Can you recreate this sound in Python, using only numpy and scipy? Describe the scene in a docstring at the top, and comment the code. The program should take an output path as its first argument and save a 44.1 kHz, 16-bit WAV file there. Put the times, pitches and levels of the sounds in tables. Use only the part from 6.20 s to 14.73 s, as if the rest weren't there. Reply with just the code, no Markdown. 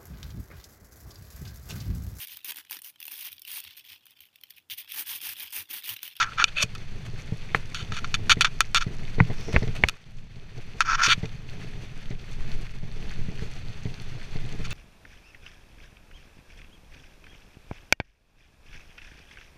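"""Mountain bike on a forest trail

A bike runs fast over dry leaves and a short boardwalk, heard from a camera worn by the rider.
Rough ground drives the tyres into a rumble, leaves fracture, and bumps and hard landings excite the
damped modes of tyre and frame. Clothing or a strap taps and scrapes on the resonant camera housing,
while turbulent wind buffets the microphone."""
import sys
import numpy as np
from scipy import signal
from scipy.fft import rfft, irfft, next_fast_len
from scipy.io import wavfile

SR = 44100
rng = np.random.default_rng(int(sys.argv[2]) if len(sys.argv) > 2 else 0)


def digitize_waveform(pressure):
    """Quantize a signal to 16-bit integers and store it at the path in sys.argv[1].

    Rows of a 2-D input are taken as channels; values are limited to [-1, 1].
    """
    field = np.atleast_2d(pressure).T
    bounded = np.clip(field, -1, 1)
    quanta = np.round(bounded * 32767).astype(np.int16)
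    wavfile.write(sys.argv[1], SR, quanta)


N = 376173
TIME = np.arange(N) / SR

# The ride, louder with speed and rough ground: t/s, wind level/dB, rumble level/dB, leaf level/dB
RIDE_LEVELS = [(0.0, -47, -47.5, -47.5), (0.3, -40.5, -49, -50), (0.85, -38.5, -39.5, -50.5),
               (1.15, -40.5, -46, -49.5), (2.05, -29.5, -37, -48.5), (2.5, -36.5, -47.5, -50.5),
               (2.95, -31.5, -38.5, -48), (3.5, -32.5, -38, -47), (4.1, -44.5, -46, -51),
               (4.95, -35.5, -47.5, -48.5), (5.2, -37, -41.5, -51.5), (5.5, -38, -42.5, -48),
               (6.0, -34.5, -46, -52.5), (6.3, -27.5, -41.5, -47), (6.6, -35, -46, -52.5),
               (6.9, -31.5, -39.5, -48), (7.9, -37.5, -43.5, -49), (8.53, -32.5, -37.5, -45.5)]
# Bumps in the trail: t/s, thud level/dB, relative clunk level/dB
BUMPS = [(0.438, -27.5, -13), (1.122, -22, -16), (1.348, -27, -6.5), (2.169, -23, -10), (2.666, -23, -11.5),
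         (2.983, -23.5, -2), (3.007, -9.5, -25), (3.1, -26, -1), (3.283, -28.5, 0), (3.34, -18, -1.5),
         (3.362, -21, -10), (3.422, -21.5, -3.5), (3.472, -29.5, -3.5), (4.876, -30.5, -1),
         (4.978, -27.5, -23), (5.031, -23.5, -4), (5.907, -29, -5), (6.631, -32, -9), (6.991, -28.5, -13),
         (7.085, -26, -11.5), (7.222, -27.5, -9), (7.655, -25, -9), (8.156, -28, -5), (8.395, -31, -8)]
# Hard landings: t/s, level/dB, frequency ratio, thump level/dB
KNOCKS = [(1.347, -16.5, 0.87, -28.5), (3.0024, -16, 0.95, -40), (3.3626, -13.5, 1.04, -7),
          (3.6373, -10, 1.11, -12.5)]
# Heaps of leaves under the tyres: t/s, level/dB
CRUNCHES = [(0.85, -39.5), (1.348, -32.5), (3.13, -46), (3.27, -45), (3.325, -35.5), (3.55, -33.5),
            (4.98, -44), (8.40, -50)]
# Taps, each ending in a skid: t/s, level/dB, brightness/dB, relative crack/dB, skid length/s, skid/dB
TAPS = [(0.2414, -8, 13.5, -24, 0.0083, -48), (0.551, -30.5, -1.5, 7, 0.0021, -36),
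        (1.546, -22.5, 6, -9, 0.0061, -40.5), (1.7208, -18.5, -1.5, -28, 0.0023, -32),
        (1.768, -20.5, -2, -4, .005, -45), (1.842, -31, -5, -14, 0.0056, -31),
        (1.942, -13, 8.5, -32, 0.0046, -24), (2.096, -5.5, 4.5, -22, 0.03, -19.5),
        (2.209, -6, 7, -9.5, 0.012, -23.5), (2.2462, -4.5, 0, -29, 0.0041, -17.5),
        (2.406, -1, 1.5, -6.5, 0.0069, -26), (2.5465, -7.5, 3, -7, 0.032, -23),
        (3.6864, -16, 9.5, -8, .003, -37), (3.695, -21.5, 5, -2.5, 0.0022, -61),
        (4.6061, -1, -3.5, -9.5, 0.013, -23.5), (5.056, -36, 12, -21, 0.0025, -58),
        (8.507, -38, 9, 2.5, 0.023, -47)]
# Scrapes on the housing: start t/s, length/s, final level/dB, swell/dB, brightness/dB, sizzle/dB
SCRAPES = [(0.0, 0.036, -22.5, -3, -7, -3), (0.047, 0.043, -41, -5.5, -39, -10),
           (.12, .012, -46, -1.5, -6, -16), (0.186, .04, -21.5, 5, -9, -5.5),
           (.282, 0.0065, -48.5, -2, 9.5, -14), (0.373, .034, -40.5, -2, 12.5, -19),
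           (0.416, 0.014, -26.5, 16, 10.5, -4), (1.56, 0.067, -50, -4, 7, -8.5),
           (1.742, 0.047, -43.5, 2.5, 5.5, -7.5), (2.253, 0.02, -32, -2.5, -5, -7),
           (2.614, 0.011, -32, 0.5, -1.5, -3), (4.655, 0.017, -32, 1, -17.5, 6),
           (4.684, 0.07, -21, 6.5, -16, 3.5), (4.786, 0.04, -26.5, 0.5, -16, 0),
           (4.835, 0.033, -21, 1.5, -6.5, 4.5), (4.876, 0.012, -29.5, 2, 4, -11),
           (4.903, 0.03, -23, -0.5, 4, -11), (8.453, 0.0072, -47.5, -3.5, 6.5, -3)]

# Damped modes: f/Hz, level/dB, T60/s
TYRE_MODES = [(119.8, 5, 0.11), (163, 2.5, 0.098)]
FRAME_MODES = [(290, -30, 0.042), (447, 5.5, 0.091), (455, 2, 0.045), (594, -5.5, 0.069)]
KNOCK_MODES = [(478, -4, 0.015), (820, -5, 0.0032), (1200, -0.5, 0.0044), (1874, -12, 0.012),
               (2020, 6, 0.012), (2560, 3.5, 0.012), (4130, -46, 0.0084)]
# Resonances of the housing's shell and of its cavity: f/Hz, bandwidth/Hz, level/dB
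SHELL_MODES = [(1344, 24, -3), (1550, 160, -7.5), (2368, 48, 0.5), (2558, 61, -3.5), (3014, 87, -1.5),
               (3350, 87, -5), (3550, 79, 1.5), (4420, 110, 0.5), (4630, 390, -11.5), (5370, 64, -15),
               (5790, 84, -2.5), (6180, 120, -12), (6560, 110, -1.5)]
CAVITY_MODES = [(2537, 93, -5.5), (3560, 52, -1.5), (4260, 68, -9)]
# Spectral densities of the noise sources: f/Hz, relative level/dB
TYRE_SPECTRUM = [(40, -6.5), (65, -6.5), (95, -3.5), (120, 1), (145, -3.5), (175, -7.5), (220, -13.5),
                 (320, -34), (600, -83)]
GRIT_SPECTRUM = [(150, 0), (250, 2), (345, -1), (415, 4), (540, -11.5), (700, -7.5), (1000, -16.5),
                 (1600, -33), (3000, -79)]
CLACK_SPECTRUM = [(1000, -17), (1500, -5), (2100, 8), (2600, -11), (3300, -6), (4400, -8), (7000, -38),
                  (14000, -63)]
LEAF_SPECTRUM = [(500, 2), (1000, -3), (1500, 0), (2100, 2), (2500, 1.5), (2900, -1), (3450, -3),
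                 (3850, -8), (4400, -6.5), (5150, -18), (6200, -13.5), (6750, -21), (12000, -32.5),
                 (15500, -39)]
FRICTION_SPECTRUM = [(250, -33.5), (700, -5.5), (1000, 2), (1300, 7), (2150, -1), (2600, 2), (3600, 0),
                     (4900, -5), (5500, -3), (6800, -21.5), (7500, -17.5), (9800, -21), (14000, -32.5),
                     (16000, -59)]
WIND_SPECTRUM = [(10, 14.5), (22, 3.5), (35, -11.5), (50, -12), (80, -22), (160, -33), (400, -73)]

SPLIT_HZ, SIZZLE_HZ = 2050, 4900   # crossovers between the low, middle and high bands


def tyres(rumble_db, grit_db):
    """Forced vibration: the air in the tyres booms while knobs and grit patter through the frame."""
    boom = from_db(rumble_db - 1.5) * colour(rng.standard_normal(N), TYRE_SPECTRUM)
    patter_gain = from_db(grit_db - 0.4 + 2.9 * drift(16))
    return boom + patter_gain * colour(grains(per_s=1800, spread_db=2.0), GRIT_SPECTRUM)


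def bumps(clunk_offset_db=-6, grit_db=-2, clack_db=-10):
    """Impulse response: a root or plank edge makes the tyre thud and the frame clunk and clack."""
    times, db, clunk_db = np.transpose(BUMPS)
    thud = sum(ring(clicks(times, db + level - 3.0), hz, t60) for hz, level, t60 in TYRE_MODES)
    frame_db = db + clunk_db
    scatter_db = rng.uniform(-3, 3, (len(times), len(FRAME_MODES)))
    clunk = np.zeros(N)
    for k, (hz, level, t60) in enumerate(FRAME_MODES):
        hits = clicks(times, frame_db + level + clunk_offset_db + scatter_db[:, k])
        clunk += (-1) ** k * ring(hits, hz, t60)
    # the soft tyre lets the shaking build up over some milliseconds
    shake = cut(decay(clicks(times, frame_db), t60=0.079), 47, "low", order=1)
    grit = from_db(grit_db) * colour(rng.standard_normal(N), GRIT_SPECTRUM)
    clack = from_db(clack_db) * colour(grains(per_s=850, spread_db=-4.5), CLACK_SPECTRUM)
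    return cut(thud, 540, "low") + clunk + shake * (grit + clack)


def knocks(thump_hz=62, thump_t60=0.067):
    """Impact excitation: a hard landing gives a dull clack of heavily damped modes and a deep thump."""
    out = np.zeros(N)
    for start, db, ratio, thump_db in KNOCKS:
        hit = clicks(start, db)
        for k, (hz, level, t60) in enumerate(KNOCK_MODES):
            out += (-1) ** k * from_db(level) * ring(hit, hz * ratio, t60)
        noise = cut(rng.standard_normal(N), 2180, "low", order=4)
        noise = rms_one(cut(noise, 470, "high", order=1))
        out += from_db(4) * decay(hit, t60=0.021) * noise
        out += ring(clicks(start, thump_db), thump_hz, thump_t60)
    return cut(out, 3400, "low")


def leaves(level_db, sizzle_db, flutter_db=1.5):
    """Superposition: countless leaves merge into a swish under the tyres, while single dry ones snap."""
    swish = from_db(-1) * colour(rng.standard_normal(N), LEAF_SPECTRUM)
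    snaps = crackle(per_s=130 * from_db(3 * drift(6.6)), spread_db=6.0)
    rustle = swish + from_db(-6.5) * colour(snaps, LEAF_SPECTRUM)
    low = rms_one(cut(rustle, SIZZLE_HZ, "low", order=8))
    high = rms_one(cut(rustle, SIZZLE_HZ, "high", order=8))
    sizzle = from_db(sizzle_db + drift(33)) * high
    return from_db(level_db - 2.6 + flutter_db * drift(17.5)) * (low + sizzle)


def crackle(per_s, spread_db, bands=12):
    """Brittle fracture: each leaf snaps and rings for a few cycles; per_s is the rate in each band."""
    pitches = np.geomspace(1100, 13000, bands)
    return sum(rms_one(resonate(grains(per_s, spread_db), hz, hz / 4)) * np.sqrt(hz) for hz in pitches)


def crunches(bright_db=2, rise_s=0.0029, t60=0.11):
    """Mass fracture: the tyres plough into a heap of leaves, and a dense burst of snaps dies away."""
    times, db = np.transpose(CRUNCHES)
    push = cut(decay(clicks(times, db), t60), 1 / (2 * np.pi * rise_s), "low", order=1)
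    snaps = colour(grains(per_s=3000, spread_db=3.5), LEAF_SPECTRUM)
    return push * rms_one(snaps + from_db(bright_db) * cut(snaps, SIZZLE_HZ, "high"))


def cavity(x):
    """Cavity resonance: the hollow housing lifts a few narrow bands."""
    return x + sum(from_db(db) * resonate(x, hz, width) for hz, width, db in CAVITY_MODES)


def taps(damping=2.85, flex_db=-1):
    """Shell vibration: a tap flexes, cracks and rings the housing; harder ones reach its upper modes."""
    times, db, bright_db, crack_db, _, _ = np.transpose(TAPS)
    soft, hard = clicks(times, db), clicks(times, db + bright_db - 5.5)
    flex = from_db(flex_db) * (ring(soft, 1570, t60=0.0081) - ring(hard, 2480, t60=0.0073))
    modes = np.zeros(N)
    for k, (hz, width, level) in enumerate(SHELL_MODES):
        t60 = np.log(1000) / (np.pi * width * damping)
        modes += (-1) ** k * from_db(level - 3.5) * ring(hard if hz > SPLIT_HZ else soft, hz, t60)
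    shell = cut(cut(flex + modes, 1230, "high"), 4000, "low", order=1)
    noise = cut(cut(rng.standard_normal(N), 2200, "high"), 6830, "low", order=3)
    crack = decay(clicks(times, db + bright_db + crack_db + 4.0), t60=0.0049) * noise
    return shell + crack


def scrapes(ring_db=8, squeak_db=-6, dull_hz=1375, bright_hz=2600, glide=0.0807, judder_db=2.28,
            drone_hz=590, drone_db=-11, rasp_hz=6600, rasp_db=3):
    """Stick-slip friction: fabric drives the housing; a quicker stroke excites the upper modes more."""
    slips = colour(grains(per_s=14000, spread_db=1.0), FRICTION_SPECTRUM)
    modes = sum(from_db(level + ring_db) * resonate(slips, hz, width) for hz, width, level in SHELL_MODES)
    shell = rms_one(slips + modes)
    out = np.zeros(N)
    for start, length, rise, fall, first_db, last_db, bright_db, sizzle_db in strokes():
        end = start + length
        near = np.flatnonzero((TIME > start - 3 * rise) & (TIME < end + 3 * fall))
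        t = TIME[near]
        # pressure drops 20 dB per rise time before the stroke and per fall time after it
        outside = np.maximum((start - t) / rise, (t - end) / fall).clip(0)
        pressure = from_db(np.interp(t, [start, end], [first_db, last_db]) - 20 * outside)
        # the squeak sits on one resonance and goes up in pitch with pressure
        quick = bright_db > 8.5
        pitch = (bright_hz if quick else dull_hz) * (1 + glide * (pressure / pressure.max() - .8))
        stroke = shell[near] + from_db(squeak_db + .04 * max(bright_db, 0) ** 2) * squeak(pitch)
        body = rms_one(cut(cut(stroke, SPLIT_HZ, "low", order=6), 960, "high", order=4))
        edge = rms_one(cut(cut(stroke, SPLIT_HZ, "high", order=6), SIZZLE_HZ, "low", order=8))
        rasp = from_db(rasp_db) * resonate(stroke, rasp_hz, width=700)
        top = cut(stroke + rasp, SIZZLE_HZ, "high", order=8)
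        # the housing passes little above 7 kHz, except on the quickest strokes
        leak = from_db(0.59 * bright_db - 5.0) * cut(top, 6270, "high", order=8)
        sizzle = rms_one(cut(top, 6830, "low", order=16) + leak)
        if quick:   # the whole shell drones as well
            body = body + from_db(drone_db) * squeak(np.full(len(t), drone_hz))
        out[near] += pressure * (body + from_db(bright_db) * (edge + from_db(sizzle_db) * sizzle))
    return out * from_db(judder_db * drift(160))


def strokes(rub_rise_s=.014, rub_fall_s=.012, skid_rise_s=0.001456, skid_fall_s=0.0091, skid_fade_db=5):
    """Sliding contacts: rubs come and go gradually; the skid after a tap bites, then loses pressure."""
    rubs = [(start, length, rub_rise_s, rub_fall_s, db - swell_db, db, bright_db, sizzle_db)
            for start, length, db, swell_db, bright_db, sizzle_db in SCRAPES]
    skids = [(start + 2 * skid_rise_s, length, skid_rise_s, skid_fall_s, db, db - skid_fade_db,
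              bright_db, -6 - 0.28 * bright_db)   # the duller a skid, the more its sizzle stands out
             for start, _, bright_db, _, length, db in TAPS]
    return rubs + skids


def squeak(hz, width_hz=90):
    """Narrow-band noise: random modulation makes a rough tone that follows a pitch curve; rms 1."""
    waver = cut(rng.standard_normal((2, len(hz))), width_hz / 2, "low")
    phase = 2 * np.pi * np.cumsum(hz) / SR
    return rms_one(waver[0] * np.cos(phase) + waver[1] * np.sin(phase))


def wind(level_db, gust_db=1.0):
    """Turbulent pressure: eddies press slowly on the microphone port."""
    return from_db(level_db + gust_db * drift(15.7)) * colour(rng.standard_normal(N), WIND_SPECTRUM)


def ping(start_s=.2413, level_db=-36, hz=2950, t60=0.13):
    """Free vibration: a small loose metal part rings once, with the first tap."""
    return ring(clicks(start_s, level_db), hz, t60)


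def thin_hiss(hz=5600, width_hz=1100, level_db=-52, peak_s=3.296, spread_s=.13):
    """Band-limited noise: a bright hiss swells and fades once under a Gaussian envelope."""
    band = resonate(grains(per_s=9300, spread_db=3.5), hz, width_hz)
    band = rms_one(resonate(band, hz, width_hz))
    return from_db(level_db) * band * np.exp(-((TIME - peak_s) / spread_s) ** 2)


def lull(depth_db, return_s, start_s=3.68, fall_s=0.1):
    """Attenuation curve in dB: after the last hard knock the level falls quickly and climbs back."""
    return np.interp(TIME, np.cumsum([start_s, fall_s, return_s]), [0, -depth_db, 0])


def grains(per_s, spread_db):
    """Poisson process: tiny impulses of random time, sign and size; rms 1."""
    sizes = from_db(spread_db * np.minimum(rng.exponential(1, N), 5)) * rng.choice([-1, 1], N)
    return rms_one(sizes * (rng.random(N) < per_s / SR))


def drift(corner_hz):
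    """Random fluctuation: low-passed noise with an rms of about 1."""
    step, settle = 40, 2000   # samples per point, points for the filter to settle
    r = np.exp(-2 * np.pi * corner_hz * step / SR)
    slow = signal.lfilter([1], [1, -2 * r, r * r], rng.standard_normal(N // step + settle + 2))[settle:]
    return np.interp(np.arange(N) / step, np.arange(len(slow)), rms_one(slow))


def clicks(times, db):
    """Impulse train: one click at each time."""
    out = np.zeros(N)
    out[np.clip(np.round(times * SR).astype(int), 0, N - 1)] = from_db(db)
    return out


def decay(hits, t60):
    """Exponential decay: an envelope that jumps at each click and falls 60 dB in t60 seconds."""
    return signal.lfilter([1], [1, -np.exp(-np.log(1000) / (t60 * SR))], hits + 1e-18)


def ring(x, hz, t60):
    """Damped oscillator: a unit click starts a decaying sine of amplitude 1."""
    r, w = np.exp(-np.log(1000) / (t60 * SR)), 2 * np.pi * hz / SR
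    return signal.lfilter([0, np.sin(w)], [1, -2 * r * np.cos(w), r * r], x + 1e-18)


def resonate(x, hz, width):
    """Driven resonance: unit gain at the peak, bandwidth in Hz."""
    r, w = np.exp(-np.pi * width / SR), 2 * np.pi * hz / SR
    return signal.lfilter(np.array([1, 0, -1]) * (1 - r * r) / 2, [1, -2 * r * np.cos(w), r * r], x)


def colour(x, spectrum):
    """Spectral shaping: weight a steady sound by a spectrum, rolled off below its first point; rms 1."""
    hz, db = np.transpose(spectrum)
    size = next_fast_len(N)
    grid = np.maximum(np.arange(size // 2 + 1) * SR / size, 1)
    gain = from_db(np.interp(np.log(grid), np.log(hz), db)) * np.minimum(grid / hz[0], 1) ** 2
    return rms_one(irfft(rfft(x, size) * gain, size)[:N])


def cut(x, hz, kind, order=2):
    """Maximally flat filter: kind names the side that passes."""
    return signal.sosfilt(signal.butter(order, hz, kind, fs=SR, output="sos"), x + 1e-18)


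def in_time(rows):
    """Linear interpolation: each column of a timed table at every sample."""
    times, *columns = np.transpose(rows)
    return [np.interp(TIME, times, column) for column in columns]


def from_db(db):
    """Amplitude ratio of a level in decibels."""
    return 10 ** (np.asarray(db) / 20)


def rms_one(x):
    """Normalisation to rms 1."""
    return x / np.sqrt(np.mean(x ** 2) + 1e-20)


def scene(wind_gain_db=5.0, boom_db=2, patter_db=-11, jolt_db=2.5, swish_db=1, sizzle_db=-10):
    """Direct sound: all sources add close to the microphone, and the open forest returns no echo."""
    wind_db, rumble_db, leaf_db = in_time(RIDE_LEVELS)
    low_lull_db = lull(depth_db=19, return_s=0.18)
    grit_lull_db = lull(depth_db=15, return_s=0.37)
    leaf_lull_db = lull(depth_db=10, return_s=0.84)
    rolling_db = rumble_db + jolt_db * drift(19.4)   # uneven ground jolts the tyres
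    rolling = tyres(rolling_db + boom_db + low_lull_db, rolling_db + patter_db + grit_lull_db)
    rustle = leaves(leaf_db + leaf_lull_db + swish_db, sizzle_db) + crunches()
    bike = rolling + cavity(rustle) + thin_hiss() + bumps() + knocks()
    buffeting = wind(wind_db + low_lull_db + wind_gain_db)
    return (bike + buffeting + taps() + ping() + scrapes())[None]


def record(dry):
    """Saturation and band limiting: the tallest peaks flatten at full scale and the top is cut."""
    cutoff_hz = 15300
    limited = dry / (1 + dry ** 8) ** (1 / 8)
    return signal.sosfilt(signal.ellip(10, .1, 90, cutoff_hz, fs=SR, output="sos"), limited)


dry = scene()
out = record(dry)
digitize_waveform(out)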